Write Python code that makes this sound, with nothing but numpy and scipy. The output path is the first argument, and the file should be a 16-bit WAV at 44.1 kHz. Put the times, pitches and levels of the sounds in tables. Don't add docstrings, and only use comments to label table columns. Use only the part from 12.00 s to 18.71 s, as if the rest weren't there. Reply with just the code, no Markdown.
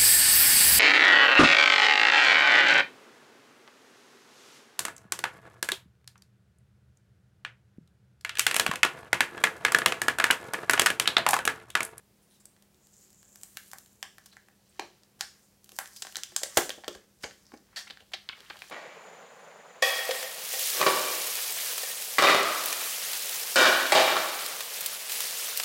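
import sys
import numpy as np
from scipy import signal
from scipy.fft import rfft, irfft
from scipy.io import wavfile
from scipy.ndimage import uniform_filter1d

SR = 44100
rng = np.random.default_rng(int(sys.argv[2]) if len(sys.argv) > 2 else 0)


def rack_gain(trim_db):
    fader = np.asarray(trim_db, float)
    return 10 ** (fader / 20)


def dump_mix(stems):
    frames = np.atleast_2d(stems).T
    limited = np.clip(frames, -1, 1)
    pcm = np.round(limited * 32767).astype(np.int16)
    wavfile.write(sys.argv[1], SR, pcm)


N = 295911

# pitch in Hz, width in Hz, level in dB.
FILM = [(4900, 1000, -4), (5900, 3550, 1), (7500, 2200, -6)]
# pitch in Hz, width in Hz, level in dB.
EDGE = [(8400, 6900, 4.5), (12100, 3900, 2.5), (13500, 11000, -2), (15100, 2000, -8)]


def unit(x):
    return x / np.sqrt(np.mean(x ** 2))


def walk(rate):
    hold = int(SR / rate)
    levels = rng.standard_normal(N // hold + 1)
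    return uniform_filter1d(np.repeat(levels, hold), hold)[:N]


def grit(size, scatter_db):
    tail = np.minimum(rng.exponential(size=size), 6.3)
    return unit(rng.standard_normal(size) * rack_gain(scatter_db * tail))


def power(hz, modes, stretch=1):
    total = 0
    for f, width, db in modes:
        off_pitch = (hz ** 2 - (f * stretch) ** 2) / (width * hz)
        total = total + rack_gain(2 * db) / (1 + off_pitch ** 2) ** 2
    return total / total.mean()


def ring(x, modes):
    hz = np.fft.rfftfreq(N, 1 / SR) + 1
    return irfft(rfft(x) * np.sqrt(power(hz, modes)), N)


def colour(points):
    hz, db = np.transpose(points)[:2]
    log_hz = np.log(np.fft.rfftfreq(N, 1 / SR) + 1)
    return irfft(rfft(rng.standard_normal(N)) * rack_gain(np.interp(log_hz, np.log(hz), db)), N)


def causal(p):
    cep = irfft(np.log(p + 1e-12) / 2)
    cep[1:len(cep) // 2] *= 2
    cep[len(cep) // 2 + 1:] = 0
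    return np.exp(rfft(cep))


def slips(ms, lead):
    u = np.arange(6000) / SR / (ms / 1000)
    run = u ** 0.59 * np.exp(-u) * grit(len(u), scatter_db=3.0)
    lead = np.clip(lead, 0, 1)
    run *= np.sqrt((1 - lead) / np.sum(run ** 2))
    run[12] += np.sqrt(lead)
    return run * np.sqrt(SR * (0.00084 + ms / 1000))


def struck(rows, parts, detune, notes=()):
    size = 8192
    hz = np.fft.rfftfreq(size, 1 / SR) + 1
    out = np.zeros((3, N + size))
    stretch = 1 + detune * rng.standard_normal((len(rows), len(parts)))
    owner = [np.argmin([abs(row[0] - note[0]) for row in rows]) for note in notes]
    for k, (s, run, dbs) in enumerate(rows):
        p = sum(rack_gain(2 * db) * power(hz, modes, q) for db, modes, q in zip(dbs, parts, stretch[k]))
        for (_, f, width, db), j in zip(notes, owner):
            if j == k:
                p = p + rack_gain(2 * db) * power(hz, [(f, width, 0)])
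        slip = rfft(run, size)
        lumps = uniform_filter1d(np.abs(slip) ** 2, size=40)
        even = (lumps / lumps.mean() + .1) ** -.55
        out[k % 3, int(s * SR):][:size] += irfft(slip * causal(p * even))
    return out[:, :N]


def single_rings(rows):
    out = 0
    for s, hz, width, db, ms in rows:
        hit = [(s, slips(ms, 0.16), [db])]
        out = out + struck(hit, ([(hz, width, 0)],), detune=0)[0]
    return out


def swells(gestures):
    rise_share, end_drop_db = 0.42, 11.5
    s, length, db, other_db = np.transpose(gestures)[:, :, None]
    late = np.arange(N) / SR - s
    side = length * np.where(late < 0, rise_share, 1 - rise_share)
    shape = rack_gain(-end_drop_db * np.abs(late / side) ** 1.32)
    return [np.sqrt(np.sum((rack_gain(top_db) * shape) ** 2, axis=0)) for top_db in (db, db + other_db)]


def air():
    # pitch in Hz, level in dB per Hz.
    air_curve = [(15, -43), (45, -7.5), (150, -7), (260, -13), (480, -14.5), (1200, -23.5), (3500, -26),
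                 (16000, -29)]
    # pitch in Hz, width in Hz, level in dB.
    hum_bands = [(195.6, 39, -80.5), (368.3, 9.2, -81)]
    tone_hz, tone_db, air_db = 201.4, -70, -66
    skirt = sum(rack_gain(db) * ring(rng.standard_normal(N), [(hz, width, 0)]) for hz, width, db in hum_bands)
    tone = rack_gain(tone_db + 0.7 * walk(3.1)) * np.sin(2 * np.pi * tone_hz * np.arange(N) / SR)
    return rack_gain(air_db + .4 * walk(3)) * unit(colour(air_curve)) + skirt + tone


def room(x):
    # delay in ms, level in dB.
    near_echoes = [
        (1.3, -14),
        (3.4, -15.5),
        (12.3, -20.5),
        (28, -22),
    ]
    # middle of the band in Hz, time to fall by 60 dB in seconds, level in dB.
    tail_bands = [(200, 0.32, -12.5), (436.5, 0.38, -15.5), (960, 0.23, -14), (1656, 0.28, -12),
                  (3465, 0.33, -15), (6900, 0.38, -16.5), (12500, 0.31, -15.5)]
    t = np.arange(SR // 2) / SR
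    tail = signal.unit_impulse(len(t))
    for ms, db in near_echoes:
        blur = rng.standard_normal(128) * np.exp(-t[:128] / .0006)
        tail[int(ms * SR / 1000):][:128] += rack_gain(db) * blur / np.sqrt(np.sum(blur ** 2))
    for hz, t60, db in tail_bands:
        band = signal.butter(2, [hz / 1.43, min(hz * 1.43, .45 * SR)], "band", fs=SR, output="sos")
        fade = (1 - np.exp(-t / 0.00085)) * rack_gain(-60 * t / t60)
        noise = signal.sosfilt(band, rng.standard_normal(len(t)))
        tail += rack_gain(db - 22.5) * noise * fade
    return signal.fftconvolve(x, tail)[:N]


def stroke():
    # time in seconds, level in dB.
    slide = [
        (0.75, -78),
        (0.886, -64.5),
        (1.044, -62.5),
        (1.436, -63),
        (1.594, -66),
        (1.774, -67),
        (2.046, -70),
        (2.2, -81),
    ]
    # pitch in Hz, width in Hz, level in dB.
    gap = [(6200, 900, -12), (7050, 1400, 0), (7900, 800, -6)]
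    s, db = np.transpose(slide)
    level_db = np.interp(np.arange(N) / SR, s, db, -120, -120) - 3.5
    gain = rack_gain(level_db + 2.1 * walk(30))
    return ring(gain * grit(N, scatter_db=5.0), gap)


def rub():
    # time of most effort in seconds, length in seconds,
    # film level in dB, free edge in dB against the film.
    pulls = [(0.274, .3, -78, 3), (1.007, 0.31, -61, 0.5), (1.568, 0.64, -64.5, 12.5),
             (2.254, 0.44, -64, -9), (2.797, 0.55, -63.5, -7), (3.398, 0.37, -65, 0.5),
             (3.764, 0.15, -53, 0), (4.003, 0.54, -48.5, -3), (4.5, 0.57, -50, -5), (4.597, .1, -35, 0),
             (4.724, 0.063, -48, -20), (4.936, 0.089, -49, -26), (5.297, 0.35, -59.5, -5),
             (5.547, 0.39, -63, -6), (5.87, 0.24, -60, -4), (6.1, 0.34, -70, 3), (6.7, 0.82, -54.5, 0.5)]
    # time of most pressure in seconds, length in seconds,
    # palm level in dB, fingertip in dB against the palm.
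    grips = [(0.328, .3, -89, 15), (1.047, 0.27, -74, 3), (1.586, 0.52, -67, 5), (2.3, 0.51, -72.5, 7.5),
             (2.83, 0.32, -61.5, 3.5), (3.338, 0.15, -63, -10), (3.858, 0.22, -56.5, -7),
             (4.048, 0.46, -63, -1), (4.45, 0.43, -52.5, 0.5), (4.591, 0.081, -39.5, -8),
             (4.72, 0.097, -55, -14), (4.944, 0.16, -57, -17), (5.296, 0.12, -67.5, 13),
             (5.453, 0.31, -67.5, -2.5), (5.774, 0.31, -60, -4), (5.99, 0.28, -75.5, 15),
             (6.4, 0.39, -53, -1.5), (6.7, 0.53, -56, 4.5)]
    # pitch in Hz, width in Hz, level in dB.
    palm = [(1200, 760, -2), (1900, 830, 0)]
    fingertip = [(3000, 1300, 0), (4270, 2300, -1)]
    shared_db = 0.9 * walk(25)
    out = 0
    for gain, modes in zip(swells(pulls) + swells(grips), (FILM, EDGE, palm, fingertip)):
        gain = gain * rack_gain(-8.0 + shared_db + .7 * walk(51))
        out = out + ring(gain * grit(N, scatter_db=5.0), modes)
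    return out


def knocks():
    # time in seconds, peak of the slab's lowest bend in dB,
    # jolt under 200 Hz in dB, length in ms.
    blows = [(2.7928, -26, -77, 1.64), (3.205, -54, -80, 4.5), (3.725, -48.5, -69, 1.8),
             (3.786, -46, -65, 2.5), (4.167, -49, -61, 7.6), (4.321, -50.5, -73, 3.6),
             (4.432, -40, -62, 2.1), (4.5705, -21.5, -32, 4), (4.585, -21, -58, 1.8),
             (4.691, -42, -57, 3.2), (4.778, -43, -65, 3), (4.879, -33, -58, 5.1), (4.952, -46.5, -58, 7.5),
             (5.238, -35, -47, 4.1), (5.534, -46, -62, 1.8), (5.76, -62, -76, 2.2), (5.9, -53, -75, 13),
             (6.136, -49, -73, 4.1), (6.502, -47, -59, 5.9)]
    # pitch in Hz, width in Hz, level in dB.
    bend = [(298, 71, -5), (356, 46, 1), (460, 370, -4), (216, 100, -12)]
    jolt = [(42, 33, -1.5), (69, 41, 0.5), (128, 48, -1.5)]
    rows = [(s + .0012, slips(ms, 0.52), [bend_db - 3.0, jolt_db]) for s, bend_db, jolt_db, ms in blows]
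    return struck(rows, (bend, jolt), detune=0.014)


def hollows():
    # start in seconds, pitch in Hz, width in Hz, level in dB, length in ms.
    thuds = [(1.575, 1830, 500, -52, 5.7), (2.033, 1700, 300, -62, 11), (3.79, 2390, 700, -46, 5.7),
             (4.417, 590, 500, -37.5, 1.1), (4.5735, 720, 300, -18, 0.78), (4.575, 600, 260, -25, 1.2),
             (4.584, 1680, 800, -24, 2.6), (4.88, 412, 260, -35.5, 2), (3.213, 1750, 500, -44.5, 10),
             (3.793, 1400, 890, -44, 13), (4.458, 710, 250, -47.5, 3), (4.586, 430, 260, -26, 2.5),
             (4.783, 600, 346, -47, 3.1), (4.838, 740, 300, -44, 2.5), (5.24, 750, 220, -40.5, 3.8),
             (5.54, 520, 350, -50, 3), (6.005, 500, 399, -59, 12), (6.4, 431, 250, -58, 12),
             (5.241, 480, 200, -41.5, 5), (5.536, 300, 170, -43, 1.4), (5.763, 1800, 300, -43, 13),
             (5.73, 1200, 1200, -59, 4.8)]
    return single_rings(thuds)


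def flaps():
    # start in seconds, pitch in Hz, width in Hz, level in dB, length in ms.
    flutters = [(.222, 9600, 1600, -70, 14), (.303, 9600, 1500, -67, 20), (.403, 9300, 1500, -64, 6.3),
                (1.42, 12500, 5000, -63, 40), (2.69, 8300, 1500, -66, 7.4), (3.43, 7200, 2500, -66, 18),
                (.31, 3750, 600, -70.5, 34), (.40, 7500, 1500, -62, 9), (2.316, 4130, 500, -60.5, 13),
                (3.963, 4900, 600, -46, 8.7), (5.455, 5030, 1300, -66.5, 72),
                (5.762, 4440, 708, -37.5, 12.4), (4.5725, 6900, 1820, -13, 0.88),
                (2.8, 4180, 350, -50.5, 15), (3.79, 9550, 4000, -46, 16), (4.37, 7000, 3500, -44, 23),
                (4.44, 7500, 3500, -42, 22), (5.77, 5400, 1300, -45, 22), (5.775, 8000, 4000, -53.5, 24)]
    return single_rings(flutters)


def afters():
    # start in seconds, pitch in Hz, width in Hz, level in dB, length in ms.
    late_slips = [(2.034, 3150, 300, -58, 22), (2.033, 1050, 200, -57, 10), (2.036, 1720, 240, -61, 14),
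                  (2.8, 2420, 250, -56, 18), (2.797, 450, 120, -47, 4), (3.214, 5250, 700, -49, 28),
                  (3.216, 1750, 250, -59, 28), (3.795, 1250, 350, -53, 15), (2.8, 5750, 500, -56, 18),
                  (4.05, 440, 250, -56, 3), (4.07, 350, 200, -60, 4), (4.022, 420, 250, -57, 3),
                  (5.243, 6600, 1800, -46, 14), (5.2412, 2400, 2200, -30, 1), (5.242, 4800, 900, -37, 1.2),
                  (5.2485, 700, 400, -38, 1), (5.5195, 600, 900, -46, .6), (5.525, 380, 200, -54, 1.5),
                  (5.877, 2600, 2500, -43, 1.5), (6.14, 400, 200, -58, 4), (6.541, 650, 500, -52, 3),
                  (6.558, 700, 400, -54, 5), (6.142, 3950, 500, -47, 14), (6.62, 380, 200, -64, 25),
                  (6.698, 700, 300, -53, 3), (6.378, 600, 500, -57, 4), (4.879, 520, 200, -44, 12),
                  (5.5365, 350, 200, -43, 1.2), (5.537, 760, 200, -49, 2.5), (5.4665, 5500, 2500, -52, .6),
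                  (5.574, 4800, 2500, -53, .6), (6.449, 2500, 2500, -50, .5), (6.461, 3000, 900, -54, 5),
                  (3.21, 8500, 2500, -51, 16), (4.5755, 720, 300, -20.5, 1)]
    return single_rings(late_slips)


def rolls():
    # start in seconds, first pitch in Hz, last pitch in Hz, level in dB, length in ms.
    rolling_folds = [
        (6.2905, 3400, 1700, -37.5, 7.5),
        (6.325, 3300, 1700, -45, 13),
        (6.4995, 4300, 1600, -40, 10.5),
        (6.5685, 4500, 2800, -48, 3.5),
        (6.59, 5000, 3000, -51, 4),
        (5.537, 2100, 1500, -57, 8),
        (5.868, 1500, 2200, -49, 12),
        (6.528, 4000, 2200, -56, 9),
    ]
    width_share, swell = .5, .15
    out = np.zeros(N + 2048)
    for s, start_hz, end_hz, db, ms in rolling_folds:
        u = np.arange(2048) / SR / (ms / 1000)
        hz = start_hz * (end_hz / start_hz) ** np.minimum(u, 1)
        drive = grit(len(u), scatter_db=3.0) + 1j * grit(len(u), scatter_db=3.0)
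        drive = drive * np.clip(4 * (1.1 - u), 0, 1) * u ** swell
        keep = np.exp(-np.pi * width_share * np.sqrt(start_hz * end_hz) / SR)
        sway = signal.lfilter([1], np.poly([keep, keep]), drive)
        run = np.real(sway * np.exp(2j * np.pi * np.cumsum(hz) / SR))
        out[int(s * SR):][:len(u)] += rack_gain(db) * run * np.sqrt(ms / 1000 * SR / np.sum(run ** 2))
    return out[:N]


def snaps():
    # time in seconds, peak of film in dB, crease in dB, glass in dB;
    # tears and crushes add a length in ms.
    picks = [(.4549, -32, -80, -59.5), (.6237, -44, -60, -62), (.8702, -44, -70, -74),
             (1.1039, -42, -69, -70), (1.1294, -44, -84, -82), (1.229, -39, -57, -56.5),
             (1.2904, -46, -76, -70), (1.3577, -32.5, -51.5, -53), (1.4133, -37, -58, -69),
             (1.4334, -28, -49, -49.5), (1.5708, -21.5, -35.5, -44.5), (1.715, -29.5, -52, -57),
             (1.733, -25.5, -52, -38), (1.7844, -29, -54, -56), (1.8606, -42.5, -57, -64),
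             (2.1826, -37, -52, -44.5), (2.485, -50, -64, -53)]
    peels = [(3.6435, -36, -62, -76), (3.6606, -52, -60, -70), (3.6919, -35, -48, -57),
             (3.7186, -34.5, -50, -53.5), (3.764, -32.5, -68, -62), (3.7879, -15, -34.5, -28),
             (3.875, -35, -57, -56), (4.0495, -47, -49, -38), (4.124, -36, -47, -55),
             (4.148, -43, -48, -48), (4.1863, -39, -42, -46), (4.7037, -28, -30, -35),
             (6.5573, -53, -63, -44.5), (6.569, -44, -52, -56), (6.59, -42, -54, -60),
             (6.62, -41, -38.5, -43), (6.6402, -48, -62, -51), (6.698, -36, -48, -48.5)]
    pops = [(.5646, -52, -63, -58.5), (.7447, -46, -65, -82), (.94, -43, -72, -77),
            (2.0279, -15.5, -35, -33.5), (2.368, -37, -72, -43.5), (3.034, -39, -57, -65),
            (3.2088, -7.5, -27.5, -27), (3.8577, -29, -48, -44), (4.069, -24.5, -42.5, -37.5),
            (4.1565, -17.5, -33, -41), (4.1682, -10.5, -46, -33), (4.2343, -13, -30, -50),
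            (4.6937, -14.5, -32.5, -31.5), (4.8372, -44.5, -53, -44), (4.8439, -38, -41.5, -40.5),
            (5.2335, -25, -48, -54), (5.31, -47, -47, -49), (5.519, -49, -58, -55), (5.7605, -31, -45, -48),
            (5.9722, -49.5, -48, -45.5), (6.2894, -53, -29, -40), (6.4047, -38, -45, -55)]
    tears = [(.2244, -58, -95, -93, 16), (.3044, -57, -78, -85.5, 19), (.3394, -52.5, -76, -90, 16),
             (.404, -50, -83, -73, 4.5), (2.2594, -34, -56.5, -61.5, 3.1), (3.192, -45, -61, -62, 22),
             (3.9627, -29.5, -49.5, -61, 3.8), (4.3193, -46.5, -57, -57.5, 3.3),
             (4.572, -8, -20, -21.5, 3.94), (4.7804, -61, -69, -62, 7.5), (5.205, -50.5, -67.5, -75, 21),
             (6.119, -46, -56.5, -56, 5.5)]
    crushes = [(2.3281, -46, -57, -59.5, 4.5), (2.7955, -20, -31.5, -31.5, 0.94),
               (4.0215, -16, -33, -43, 2.05), (4.363, -6.5, -27.5, -33.5, 1.15),
               (4.433, -9.5, -28, -41, 1.55), (4.880, -19, -31, -33.5, 1.6),
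               (4.9495, -34.5, -47, -47.5, 2.24), (5.225, -34, -60, -59.5, 2), (5.2365, -30, -41, -37, 2),
               (5.5385, -41.5, -65, -52, 2.2), (5.7615, -28, -40.5, -44.5, 19), (5.874, -56, -53, -54, 4.5),
               (5.9005, -53.5, -40, -46.5, 2.3), (5.907, -46.5, -36, -45.5, 2.54),
               (6.0052, -51.5, -51.5, -58, 1.46), (6.0007, -51, -59.5, -63, 9.5),
               (6.136, -35, -30, -39, 4.86), (6.3253, -60, -58, -52, 4.5), (6.5002, -70, -45, -46, 4.7)]
    # time of the snap in seconds, pitch in Hz,
    # width in Hz, level in dB.
    grip_notes = [(1.571, 1610, 300, -39.5), (2.028, 1650, 350, -32), (3.209, 8600, 2000, -40),
                  (4.572, 594, 260, -26), (4.704, 3200, 500, -30), (4.879, 3180, 600, -29.5),
                  (4.156, 3930, 1200, -30), (.455, 7900, 1530, -41), (1.433, 7900, 1800, -37.5),
                  (1.571, 1950, 695, -33), (1.733, 710, 200, -51), (1.733, 1140, 400, -39),
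                  (2.028, 1110, 300, -41), (2.028, 764, 250, -55), (2.028, 3220, 700, -33.5),
                  (2.795, 820, 380, -29.5), (2.795, 640, 200, -36), (2.795, 2370, 450, -35),
                  (2.795, 5840, 1400, -36.5), (3.209, 2270, 500, -49), (3.209, 5100, 2000, -23.5),
                  (3.788, 860, 300, -32), (3.788, 1690, 500, -25), (4.021, 7300, 1800, -34.5),
                  (4.156, 1450, 399, -41), (4.234, 1680, 606, -42), (4.363, 1480, 401, -42.5),
                  (4.363, 7200, 1800, -18.5), (4.433, 600, 300, -31), (4.433, 1833, 500, -32),
                  (4.433, 7400, 2000, -27), (4.572, 9000, 2180, -26), (4.572, 13800, 3000, -25),
                  (4.694, 590, 280, -34), (4.879, 557, 200, -38.5), (4.879, 5610, 1400, -39),
                  (5.236, 1600, 600, -38), (5.236, 4900, 2000, -39), (6.136, 699, 200, -41.5),
                  (6.136, 2200, 504, -38.5), (6.136, 5050, 1800, -38.5), (6.289, 2300, 600, -36),
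                  (6.5, 2480, 900, -44), (6.5, 1200, 500, -46), (6.62, 2300, 1200, -32)]
    # pitch in Hz, width in Hz, level in dB.
    slab = [(640, 240, -7.5), (766, 100, -1), (1070, 300, -5)]
    panel = [(1380, 750, -5.5), (1688, 510, 4), (2260, 570, -5.5)]
    crease = [(3000, 1600, -1.5), (3325, 1100, 0.94), (4300, 910, -0.98)]
    # its snaps, free edge in dB against the film, slab in dB against its panel
    kinds = [(picks, 2.1, -5.5), (peels, 4.1, -2), (pops, -9.5, -8), (tears, -0.5, -1.5), (crushes, -8, -5.5)]
    short_ms = 0.87
    rows = []
    for table, edge_db, slab_db in kinds:
        for s, film_db, crease_db, glass_db, *length in table:
            ms = length[0] if length else short_ms
            film_db = film_db - 15.5
            dbs = [film_db, glass_db + slab_db, glass_db, crease_db, film_db + edge_db]
            start = s + 0.00054 - min(ms, 5) * 0.00044
            rows.append((start, slips(ms, 0.52 * (short_ms / ms) ** 3), dbs))
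    rows.sort(key=lambda row: row[0])
    return struck(rows, (FILM, slab, panel, crease, EDGE), detune=0.029, notes=grip_notes)


def scene():
    places = snaps() + knocks()
    places[0] += rub() + stroke()
    places[1] += flaps() + hollows()
    escapes = rack_gain(-2 * np.clip((np.arange(N) / SR - 5.85) * 20, 0, 1))
    near = sum(room(x * escapes) + x * (1 - escapes) for x in places)
    return (near + air() + room(afters() + rolls()))[None]


def low_pass(x):
    return signal.sosfilt(signal.butter(12, 16830, fs=SR, output="sos"), x)


def record(dry):
    cut = signal.sosfilt(signal.ellip(8, .3, 34, 15900, fs=SR, output="sos"), dry)
    cut = signal.sosfilt(signal.ellip(8, .3, 50, 16770, fs=SR, output="sos"), cut)
    cut = signal.sosfilt(signal.butter(2, 42, "high", fs=SR, output="sos"), cut)
    return low_pass(cut)


dry = scene()
out = record(dry)
dump_mix(out)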